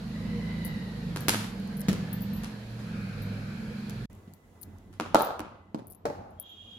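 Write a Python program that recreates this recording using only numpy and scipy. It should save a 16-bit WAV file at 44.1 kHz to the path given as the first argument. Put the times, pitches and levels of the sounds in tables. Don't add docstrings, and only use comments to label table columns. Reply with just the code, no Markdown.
import sys
import numpy as np
from scipy import signal
from scipy.fft import rfft, irfft, next_fast_len
from scipy.io import wavfile
from scipy.ndimage import uniform_filter1d, map_coordinates

SR = 44100
rng = np.random.default_rng(int(sys.argv[2]) if len(sys.argv) > 2 else 0)


def unload_audio(sound):
    columns = np.transpose(np.atleast_2d(sound))
    steps = np.round(np.clip(columns, -1, 1) * 32767)
    wavfile.write(sys.argv[1], SR, steps.astype(np.int16))


def how_loud(loudness_db):
    steps = np.asarray(loudness_db, float) / 20
    return 10 ** steps


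N = 298998


def unit(x):
    return x / np.sqrt(np.mean(x ** 2) + 1e-20)


def along(points, hz):
    f, v = np.transpose(points)
    return np.interp(np.log(hz + 1), np.log(f + 1), v)


def curves(rows):
    s, *cols = np.transpose(rows)
    return [np.interp(np.arange(N) / SR, s, c) for c in cols]


def wobble(rate_hz, size=N):
    coarse = np.arange(0, size + 32, 32)
    knots = rng.standard_normal(int(size * rate_hz / SR) + 4)
    return np.interp(np.arange(size), coarse, map_coordinates(knots, [coarse * rate_hz / SR]))


def filtered(x, response):
    m = next_fast_len(x.shape[-1] + 4096)
    return irfft(rfft(x, m) * response(np.fft.rfftfreq(m, 1 / SR)), m)[..., :x.shape[-1]]


def add(track, s, sound):
    part = track[:, round(s * SR):][:, :sound.shape[1]]
    part += sound[:, :part.shape[1]]


def train(s, gain):
    return np.bincount(np.round(np.ravel(s) * SR).astype(int), np.ravel(gain), N)


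# f/Hz, correlation [0-1]
LIKENESS = [(60, .98), (180, .96), (400, .78), (800, .32), (1650, .1), (15000, .01)]


def paired(x, gain):
    turn = lambda hz: np.arccos(np.clip(along(LIKENESS, hz), -1, 1)) / 2
    mid, side = filtered(x, lambda hz: gain(hz) * [np.cos(turn(hz)), np.sin(turn(hz))])
    return np.array([mid + side, mid - side])


def rush(gain, patchy_db):
    z = signal.stft(rng.standard_normal((2, N)), nperseg=512)[2]
    field = uniform_filter1d(rng.standard_normal(z.shape[1:]), size=5, axis=0)
    field = unit(uniform_filter1d(field, size=12, axis=1))
    noise = signal.istft(z * how_loud(patchy_db * field), nperseg=512)[1][:, :N]
    return unit(paired(noise, gain))


def town(rumble_db, street_db, air_db, colour):
    low = lambda hz, edge_hz: 1 / (1 + (hz / edge_hz) ** 6)
    tint = lambda hz: how_loud(along(colour, hz))
    rumble = rush(lambda hz: tint(hz) * low(hz, 440), patchy_db=2.5) * how_loud([[-.6], [.6]])
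    street = rush(lambda hz: tint(hz) * (low(hz, 4480) - low(hz, 320.5)), patchy_db=1.5) * how_loud([[-.9], [.9]])
    air = rush(lambda hz: tint(hz) * (1 - low(hz, 5200)), patchy_db=.4)
    rumble_gain = how_loud(rumble_db + 2.6 * wobble(10))
    street_gain = how_loud(street_db + 0.18 * wobble(8))
    return rumble_gain * rumble + street_gain * street + how_loud(air_db) * air


# f/Hz, level/dB per Hz
CALM_COLOUR = [(15, -70), (25, 3.5), (70, -12.5), (92, 0.5), (134, -16.5), (200, -6.5), (270, -15),
               (439, -20), (560, -24.5), (659, -21.5), (1400, -31.5), (2000, -36.5), (2160, -38),
               (6560, -40.5), (16000, -48.5)]
# t/s, level/dB
FAR_TRAFFIC = [
    (4.1, 5.5),
    (4.4, -3),
    (4.7, 4.5),
    (5.4, 7),
    (6.4, 3),
    (6.78, 3),
]
# full from t/s, to t/s, ramp before and after/s, street level/dB, air
# level/dB
GAIN_DUCK = (5.5, 6, 0.95, -9, -16)
CALM_RUMBLE_DB, CALM_STREET_DB, CALM_AIR_DB = -54.5, -63, -73.5
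RUMBLE_DUCK_DB = -4
CALM_FOLLOWS = 0.63


def calm_town():
    t = np.arange(N) / SR
    traffic_db, = curves(FAR_TRAFFIC)
    begin, end, ramp, street_db, air_db = GAIN_DUCK
    duck = np.clip(np.minimum(t - begin, end - t) / ramp + 1, 0, 1)
    far_db = CALM_FOLLOWS * traffic_db
    return town(CALM_RUMBLE_DB + traffic_db + RUMBLE_DUCK_DB * duck,
                CALM_STREET_DB + far_db + street_db * duck,
                CALM_AIR_DB + far_db + air_db * duck, CALM_COLOUR)


# f/Hz, level/dB per Hz
BUSY_COLOUR = [(15, -49), (25, -4.5), (74, -10), (97, -4.5), (195, 4.5), (384, -24.5), (476, -18),
               (560, -25.5), (1130, -33), (1520, -32), (3520, -37.5), (4250, -29.5), (8140, -39),
               (12500, -41), (16000, -62.5)]
BUSY_STREET_DB, BUSY_AIR_DB = -48, -63.5
STREET_FOLLOWS, AIR_FOLLOWS = 0.19, 0.1


def busy_town():
    level_db = curves(ENGINE_RUN)[1]
    rumble_db = uniform_filter1d(level_db, size=SR // 2) - 9.5
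    load_db = uniform_filter1d(level_db, size=SR // 4) + 35
    return town(rumble_db, BUSY_STREET_DB + STREET_FOLLOWS * load_db,
                BUSY_AIR_DB + AIR_FOLLOWS * load_db, BUSY_COLOUR)


# f/Hz, width/Hz, level/dB, faded out at t/s
FAN_LINE = (2004, 39.5, -77.5, 6)


def fan():
    hz, width, db, end = FAN_LINE
    line = filtered(rng.standard_normal((2, N)), lambda f: 1 / (1 + ((f - hz) / width * 2) ** 4))
    return how_loud(db) * unit(line) * np.clip((end - np.arange(N) / SR) / 0.29, 0, 1)


# middle t/s, half length/s, f/Hz, level/dB
COO = (.365, .035, 478, -42)


def dove():
    s, half, hz, db = COO
    t = np.arange(N) / SR - s
    return how_loud(db) * np.exp(-.5 * (t / half) ** 2) * np.sin(2 * np.pi * hz * (t - 0.066 * t * t))


# t/s, firing f/Hz, level/dB, labour (lift of 5th order)/dB
ENGINE_RUN = [(0.0, 24.14, -39.5, 6.5), (0.13, 26.58, -31.5, 1), (0.36, 27.86, -29, -3),
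              (0.61, 27.37, -28.5, -10), (0.88, 26.67, -35.5, 1.5), (1.06, 25.68, -31, 2.5),
              (1.2, 22.76, -32, 0.5), (1.4, 21.2, -35.5, 13.5), (1.74, 21.77, -35.5, -7.5),
              (2.18, 24.08, -34, 8.5), (2.4, 24.77, -31.5, -3.5), (2.64, 22.12, -47, 15),
              (2.79, 23.6, -40.5, 16), (2.93, 22.8, -33.5, 5), (3.08, 21.37, -37.5, 14),
              (3.22, 20.77, -34, 15), (3.8, 22.64, -37.5, 7), (4.06, 23.78, -38.5, 14)]
# f/Hz, level/dB
EXHAUST = [(30, -22), (42, -7), (56, -6), (66, -15), (82, -13), (110, -6), (140, -6), (170, -1), (200, 0),
           (228, -3), (250, -15), (280, -22), (340, -29), (600, -36)]
# multiple of firing rate, level/dB
GEAR_LINES = [
    (36, -8),
    (73, .1),
    (108, -10),
    (139, -12),
    (146, -10.5),
]
STEADY_HZ, SHAKY_HZ = 27.5, 23.5
WHINE_DB, WHINE_DB_PER_HZ = -24, .65


def engine():
    firing_hz, engine_db, labour_db = curves(ENGINE_RUN)
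    turns = 2 * np.pi * np.cumsum(firing_hz) / SR
    shaky = np.clip((STEADY_HZ - firing_hz) / (STEADY_HZ - SHAKY_HZ), .15, 1)
    orders = 0
    for k in range(2, 20):
        fading_db = shaky * (3.5 * wobble(3.5) + 3.5 * wobble(10))
        order_db = along(EXHAUST, k * firing_hz) + fading_db * (.7 if k == 5 else 1) + labour_db * (k == 5)
        phase = rng.uniform(0, 2 * np.pi) + 1.1 * shaky * wobble(8)
        orders = orders + how_loud(order_db) * np.sin(k * turns + phase)

    fuzz = lambda: .3 + wobble(220)
    whine = np.zeros((2, N))
    for ear in range(2):
        for k, db in GEAR_LINES:
            whine[ear] += how_loud(db) * (fuzz() * np.sin(k * turns) + fuzz() * np.cos(k * turns))
    whine_db = np.roll(uniform_filter1d(engine_db, size=SR // 2), SR // 7) + 2.2 * wobble(12)
    whine_db = whine_db + WHINE_DB + WHINE_DB_PER_HZ * (firing_hz - firing_hz.mean())
    return how_loud(engine_db) * unit(orders) * how_loud([[-.9], [.9]]) + how_loud(whine_db) * unit(whine)


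# t/s, roar level/dB
PULL = [
    (2.6, -78),
    (2.95, -51),
    (3.6, -54),
    (4.06, -59.5),
]
# f/Hz, width/Hz, level/dB
ROAR_BANDS = [
    (1480, 450, -2),
    (2390, 390, -4),
]


def roar():
    bands = lambda hz: sum(how_loud(db) * np.exp(-.5 * ((hz - centre) / width) ** 2 * 4)
                           for centre, width, db in ROAR_BANDS)
    return how_loud(curves(PULL)[0]) * rush(bands, patchy_db=-0.5)


# f/Hz, level/dB
HORN_PARTIALS = [(2455, -85), (2891, -74), (3240, -63.5), (3295, -64.5), (3332, -69), (3440, -78),
                 (3688, -72), (4086, -90), (4463, -102), (4942, -91), (5766, -99), (6099, -99.5),
                 (6492, -99), (6869, -90), (6966, -92.5), (7246, -100)]
# f/Hz, level/dB
STREET_BLUR = [(1800, -60), (2500, -14), (3300, 2), (4000, -13), (5000, -26), (7000, -17), (8000, -63)]
HORN_S, HORN_SWELL_S = 6.355, .11
HORN_DB, HORN_THROB_DB, BLUR_DB = -52, .8, -12


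def horn():
    swell = np.clip((np.arange(N) / SR - HORN_S) / HORN_SWELL_S, 0, 1) ** 1.9
    t = np.arange(SR // 2) / SR
    flutter = lambda: wobble(80, size=len(t))
    tones = np.zeros((2, len(t)))
    for ear in range(2):
        for hz, db in HORN_PARTIALS:
            tones[ear] += how_loud(db + 3.5 * flutter()) * np.sin(2 * np.pi * hz * t + 1.2 * flutter())
    blur = filtered(rng.standard_normal((2, len(t))), lambda f: how_loud(along(STREET_BLUR, f)))
    call = unit(unit(tones) + how_loud(BLUR_DB) * unit(blur))
    call = np.pad(call, ((0, 0), (N - len(t), 0)))
    return swell * how_loud(HORN_DB + HORN_THROB_DB * wobble(14)) * call * how_loud([[-1.5], [1.5]])


def clicks(impulses, low_db):
    t = np.arange(SR // 8) / SR
    decay = how_loud(-60 * t / .0045) + how_loud(-29 - 60 * t / 0.08)
    shape = signal.fftconvolve(impulses, decay)[:N]
    colour = [(1200, low_db - 44), (4500, low_db + 11.0), (7500, low_db + 11.5), (10000, -1.0),
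              (13000, 0.5), (15000, -8), (16500, -19.5)]
    return filtered(shape * rng.standard_normal((2, N)), lambda f: how_loud(along(colour, f)))


# t/s, first click level/dB, rattle length/s, 1st and 2nd long mode level/dB
STEEL_SHAKES = [(0.649, -30.5, .032, -18.5, -19), (1.207, -31.5, .001, -19, -32),
                (1.77, -38, .012, -15, -23), (1.796, -37, .008, -27, -35), (1.807, -30.5, .006, -32, -25),
                (2.1302, -28, .007, -18, -13), (2.208, -39.5, .001, -24, -18), (2.219, -37, .001, -12, -5),
                (2.334, -42.5, .001, -5, -32), (2.364, -45, .012, -6, -27), (3.221, -41, .016, -15, -33.5),
                (1.495, -69, .001, 2, -20), (4.34, -51, .01, -20, -20), (4.6143, -34.5, .001, -28.5, -15.5),
                (4.62, -38.5, .012, -21, -27.5), (4.631, -35.5, .006, -36, -36),
                (5.193, -33, .001, -14, -19.5), (5.221, -23, .001, -47, -14.5),
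                (5.247, -32.5, .001, -16, -9), (5.87, -39.5, .013, -21, -30.5),
                (5.901, -38.5, .031, -29, -26), (5.9074, -41, .001, -28, -27), (5.922, -45, .006, -32, -23),
                (5.948, -44, .006, -20, -28), (6.3058, -59, .001, -20.5, -42),
                (6.399, -26.5, .001, -19, -15.5), (6.427, -43, .005, -35, -35),
                (6.494, -60, .001, -11, -30)]
# t/s, level/dB
DULL_TICKS = [(1.5998, -51), (1.6755, -48), (1.8161, -37), (3.8969, -37), (4.131, -55), (4.1515, -56),
              (4.3369, -45.5), (4.6302, -42.5), (4.6347, -37), (0.6541, -34.5), (4.785, -56), (5.208, -39),
              (6.399, -65), (6.4035, -57), (5.3934, -38), (5.4037, -39), (5.922, -52), (5.934, -53),
              (5.949, -59)]
# f/Hz, t60/s
LONG_MODES = [
    (12390, 0.2),
    (14760, 0.075),
]
# f/Hz, level/dB, t60/s
SHORT_MODES = [
    (11050, 6, 0.02),
    (12800, -9, .02),
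    (10410, -15, 0.048),
    (15350, -38.5, 0.012),
]
# t/s, level/dB
STILLED = [
    (6.42, 0),
    (6.426, -15),
    (6.485, -15),
    (6.49, 0),
]
TOUCH_GAP_S, GAP_SCATTER = 0.0054, 0.13
RATTLE_DB, RATTLE_SCATTER_DB, RATTLE_RING_DB = -7, -3.5, -25
STEEL_PAN_DB, STEEL_LOW_DB, TICK_LOW_DB = 11, -37, -15.5


def jingle():
    t = np.arange(SR // 4) / SR
    start, db, length, *ring_db = np.transpose(STEEL_SHAKES)[..., None]
    gap, size, *luck = rng.standard_normal((8, len(STEEL_SHAKES), 7))
    later = np.arange(7) > 0
    after = np.cumsum(later * TOUCH_GAP_S * np.exp(GAP_SCATTER * gap), axis=1)
    s = start + after
    gain = how_loud(db + later * (RATTLE_DB + RATTLE_SCATTER_DB * size)) * (after <= length)

    def mode(hz, t60, strength):
        ring = how_loud(-60 * t / t60) * np.sin(2 * np.pi * hz * t) * (1 - np.exp(-t / 0.0011))
        return signal.fftconvolve(train(s, strength), ring)[:N]

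    chips = sum(mode(hz, t60, gain * how_loud(level + 4.9 * k))
                for (hz, level, t60), k in zip(SHORT_MODES, luck))
    rings = sum(mode(hz, t60, gain * how_loud(level + later * (RATTLE_RING_DB + 2 * k)))
                for (hz, t60), level, k in zip(LONG_MODES, ring_db, luck[4:]))
    rings *= how_loud(curves(STILLED)[0])
    tick_s, tick_db = np.transpose(DULL_TICKS)
    noise = clicks(train(s, gain), STEEL_LOW_DB) + clicks(train(tick_s, how_loud(tick_db)), TICK_LOW_DB)
    return how_loud(STEEL_PAN_DB * np.array([[.5], [-.5]])) * (how_loud(-16.5) * chips + rings + how_loud(5.5) * noise)


# t/s, level/dB
SLAB_THUDS = [
    (5.002, -29.5),
    (5.0145, -31),
    (5.1461, -14),
    (5.394, -27),
    (5.7468, -26.5),
]
# f/Hz, level/dB, t60/s
SLAB_MODES = [
    (229.3, -4, 0.1),
    (306.8, 0.5, 0.087),
]
# t/s, level/dB
KERB_RINGS = [
    (6.0525, -19.5),
    (6.0612, -23),
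    (6.082, -28),
    (6.099, -26),
    (6.126, -35),
]
# f/Hz, level/dB, t60/s
KERB_MODES = [
    (470, -2.5, .05),
    (581, -4, .07),
    (840, -11, .07),
]
# t/s, level/dB
DOOR_BOOMS = [
    (1.8855, -16),
    (1.9065, -22.5),
    (1.9255, -24),
    (1.935, -25),
]
# f/Hz, level/dB, t60/s
DOOR_MODES = [
    (185.6, 0, 0.1),
    (330, -9, 0.042),
]


def ringing(blows, modes):
    t = np.arange(SR // 4) / SR
    ring = sum(how_loud(db - 60 * t / t60) * np.sin(2 * np.pi * hz * t) for hz, db, t60 in modes)
    ring = ring * (1 - np.exp(-t / 0.0031))
    s, db = np.transpose(blows)
    return signal.fftconvolve(train(s, how_loud(db)), ring)[:N]


def thuds():
    return ringing(SLAB_THUDS, SLAB_MODES) + ringing(KERB_RINGS, KERB_MODES) + ringing(DOOR_BOOMS, DOOR_MODES)


# f/Hz, t60/s
YARD_DECAY = [(100, 1), (300, 0.49), (1000, 0.7), (3000, 0.75), (8000, 0.49), (15000, 0.5)]
FAR_RISE_S, FAR_T60_S, FAR_LOW_HZ, FAR_HIGH_HZ = 0.16, 0.85, 350, 1510


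def yard(walls, direct, fronts_s, far_db, echo_db, tail_db):
    hz, t, z = signal.stft(rng.standard_normal((2, SR)), SR, nperseg=256)
    houses = 1 + 0.88 / (1 + (t / fronts_s) ** 16)
    shape = (1 - np.exp(-(t / 0.00057) ** 2)) * houses * how_loud(-60 * t / along(YARD_DECAY, hz)[:, None])
    far = how_loud(far_db - 60 * t / FAR_T60_S) * np.exp(-(FAR_RISE_S / (t + .001)) ** 2)
    far_band = 1 / (1 + (hz / FAR_HIGH_HZ) ** 12) / (1 + (FAR_LOW_HZ / (hz + 1)) ** 4)
    shape = shape + far * far_band[:, None]
    answer = paired(signal.istft(z * shape, SR, nperseg=256)[1], np.ones_like)
    answer = how_loud(tail_db - 3.0) * answer / np.linalg.norm(answer[0])
    answer[[0, 1], [0, 3]] += direct

    t = np.arange(SR // 40) / SR
    for delay, db, lag, pan_db in walls:
        for ear, side in enumerate((.5, -.5)):
            decay = how_loud(-60 * t / (.004 + .12 * delay))
            rough = (.12 + 12 * delay ** 2) * decay * rng.standard_normal(len(t))
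            rough[0] = 1
            rough /= np.linalg.norm(rough)
            loss = min(11 * delay, .8)
            dull = signal.lfilter([1, 0], [1, -loss], rough) * (1 - loss)
            at = round((delay + side * lag) * SR)
            answer[ear, at:][:len(t)] += how_loud(db + echo_db + side * pan_db) * dull
    return answer


LEAD = 60


def pulse(gain, soft):
    cepstrum = irfft(np.log(gain(np.fft.rfftfreq(4096, 1 / SR)) + 1e-6))
    cepstrum[1:2048] *= 2 - soft
    cepstrum[2049:] *= soft
    shape = np.roll(irfft(np.exp(rfft(cepstrum))), LEAD)
    shape[:LEAD] *= np.linspace(0, 1, LEAD) ** .7
    shape = shape[:2048] * np.hanning(4096)[2048:]
    return shape / np.abs(shape).max()


# delay/s, level/dB, left lag/s, left-right/dB
CREASE_WALLS = [(.005, -12, -.0002, 5), (.0093, -5.5, .0001, 0), (.0106, -2, .0002, -3),
                (.0127, -11, -.0003, 4), (.021, -11, .0004, 0), (.054, -14, .0002, 0),
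                (.0617, -9, -.0001, 0), (.072, -12, .0002, 0), (.086, -15, -.0002, 0),
                (.125, -17, .0002, 0), (.16, -17, -.0003, 0)]
CORNER_WALLS = [(.0043, -2, .0002, -3), (.011, -10, -.0002, 0), (.031, -12, .0003, 0),
                (.0458, -6, -.0002, 0), (.051, -11, .0001, 0), (.058, -14, .0002, 0),
                (.074, -14, -.0002, 0), (.099, -16, .0002, 0), (.155, -21, .0002, 0)]
# f/Hz, level/dB per Hz
LIGHT_COLOUR = [(80, -24.5), (300, 12), (600, 0.5), (1200, 3.5), (2500, -0.5), (4500, -2), (6500, -4.5),
                (10000, -3.5), (14000, -12), (16500, -40)]
PITCH_COLOUR = [(71, -45), (120, -8), (314, -5), (698, -8.5), (930, -6), (1400, -7.5), (1860, -22),
                (2480, -15), (3380, -22), (10200, -33.5), (16000, -50.5)]
WILLOW_COLOUR = [(70, -45.5), (150, -17), (400, -6.5), (600, 4), (700, -2), (860, 2), (1050, -8.5),
                 (1300, -0.5), (1480, -13), (1850, -25), (3050, -25), (4060, -21.5), (5200, -29.5),
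                 (10000, -32.5), (16000, -44.5)]
THUMP_COLOUR = [(60, -15), (120, -9.5), (190, 4), (250, -6.5), (330, -16.5), (500, -20), (660, -28.5),
                (1900, -29.5), (7000, -38.5), (16000, -51.5)]
ROLL_COLOUR = [(59, -68), (100, -3), (300, 2), (415, -5.5), (950, -11), (1910, -33.5), (4670, -34.5),
               (14100, -51), (16000, -72)]
KERB_COLOUR = [(60, -18), (120, 3), (300, 9), (420, 3), (540, 7), (700, 4.5), (840, 9), (960, -23),
               (1050, -10), (1400, -10), (2200, -21), (3320, -32), (4290, -27.5), (6020, -31.5),
               (16000, -48)]
# t/s, peak level/dB, brightness/dB per octave, wall echoes/dB, tail/dB
LIGHT_BLOWS = [
    (1.1612, -20, -1.5, 0.5, 4),
    (1.2831, -0.5, 1, 0, 0.5),
    (2.792, -40, -3, -10, 14.5),
]
PITCH_BLOWS = [
    (4.9993, -14.5, 0.67, -3, 0.43),
    (5.3945, -23.5, -1.3, 0, 2.9),
]
WILLOW_BLOWS = [
    (5.1458, -2, 0.51, 0.87, 1.6),
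]
THUMP_BLOWS = [
    (1.8845, -11.5, 1, 0.52, 6),
    (1.978, -37, -1.73, -1.24, -4),
    (4.276, -45, -1.2, -1.4, 8),
]
ROLL_BLOWS = [
    (5.7455, -22.5, 0.27, -4.5, -2.3),
]
KERB_BLOWS = [
    (6.0543, -17.5, 2.6, -2, 6),
]
SOFT_BLOWS = [
    (1.9298, -19, -.5, -12, -9),
    (5.786, -41, -2, -6, -3),
    (2.4346, -22, -1.5, -2, 2),
    (3.8963, -28, .8, -5, -5),
    (4.9281, -41.5, -1.2, -2, 6),
]
# softness [0-1], push or pull [+1/-1], left lag/samples, crunch level/dB
CONTACT_KINDS = [
    (.55, -1, 0, 0),
    (.95, -1, 0, 0),
    (.95, 1, 0, 8),
    (.9, -1, 0, -6),
    (.55, -1, 20, 0),
    (.9, 1, -20, 5),
    (.55, -1, 0, 0),
]
CRUNCH, CRUNCH_T60_S, CRUNCH_HZ = .13, .012, 2920


def knocks():
    track, t = np.zeros((2, N)), np.arange(SR // 50) / SR
    # walls, direct share, house fronts answer until/s, far houses/dB
    crease = (CREASE_WALLS, 1.07, 0.23, -2)
    corner = (CORNER_WALLS, 0.85, 0.018, 1.9)
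    behind_parapet = (CREASE_WALLS, .35, .05, -8)
    kinds = [(LIGHT_BLOWS, LIGHT_COLOUR, crease),
             (PITCH_BLOWS, PITCH_COLOUR, crease),
             (WILLOW_BLOWS, WILLOW_COLOUR, crease),
             (THUMP_BLOWS, THUMP_COLOUR, corner),
             (ROLL_BLOWS, ROLL_COLOUR, corner),
             (KERB_BLOWS, KERB_COLOUR, corner),
             (SOFT_BLOWS, LIGHT_COLOUR, behind_parapet)]
    for (blows, colour, place), (soft, sign, lag, crunch_db) in zip(kinds, CONTACT_KINDS):
        late, early = max(lag, 0), max(-lag, 0)
        for s, db, bright_db, echo_db, tail_db in blows:
            tint = lambda hz: how_loud(along(colour, hz) + bright_db * np.log2((hz + 100) / 800))
            body = pulse(tint, soft=soft)
            answer = sign * yard(*place, echo_db, tail_db)
            grit = paired(rng.standard_normal((2, len(t))), lambda hz: hz / (hz + CRUNCH_HZ))
            answer[:, :len(t)] += CRUNCH * how_loud(crunch_db - 60 * t / CRUNCH_T60_S) * grit
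            answer = np.array([np.pad(answer[0], (late, early)), np.pad(answer[1], (early, late))])
            blow = signal.fftconvolve(how_loud(db + 4.5) * body[None], answer, axes=1)
            add(track, s - .7 * LEAD / SR, blow)
    return track


# from t/s, to t/s
SILENCE = (4.058, 4.098)


def scene():
    t = np.arange(N) / SR
    first = np.clip((SILENCE[0] - t) / 0.0012, 0, 1)
    second = np.clip((t - SILENCE[1]) / 0.00095, 0, 1)
    busy = busy_town() + engine() + roar() + dove()
    calm = calm_town() + horn() + fan()
    near = jingle() + thuds() + knocks()
    leak = how_loud(-46.0) * (1 - first) * calm
    return first * (busy + near) + second * (calm + near) + leak


def roll_off(x):
    return signal.sosfilt(signal.butter(12, 16540, fs=SR, output="sos"), x)


def record(dry):
    band = lambda hz: (hz / 40) ** 8 / (1 + (hz / 40) ** 8) / (1 + (hz / 16200) ** 80)
    port = lambda hz: how_loud(-6 * np.exp(-((hz - 8450) / 500) ** 2))
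    x = 1.05 * filtered(dry, lambda hz: band(hz) * port(hz))
    limited = x / (1 + np.abs(x / 0.59) ** 8) ** (1 / 8)
    return roll_off(limited)


dry = scene()
out = record(dry)
unload_audio(out)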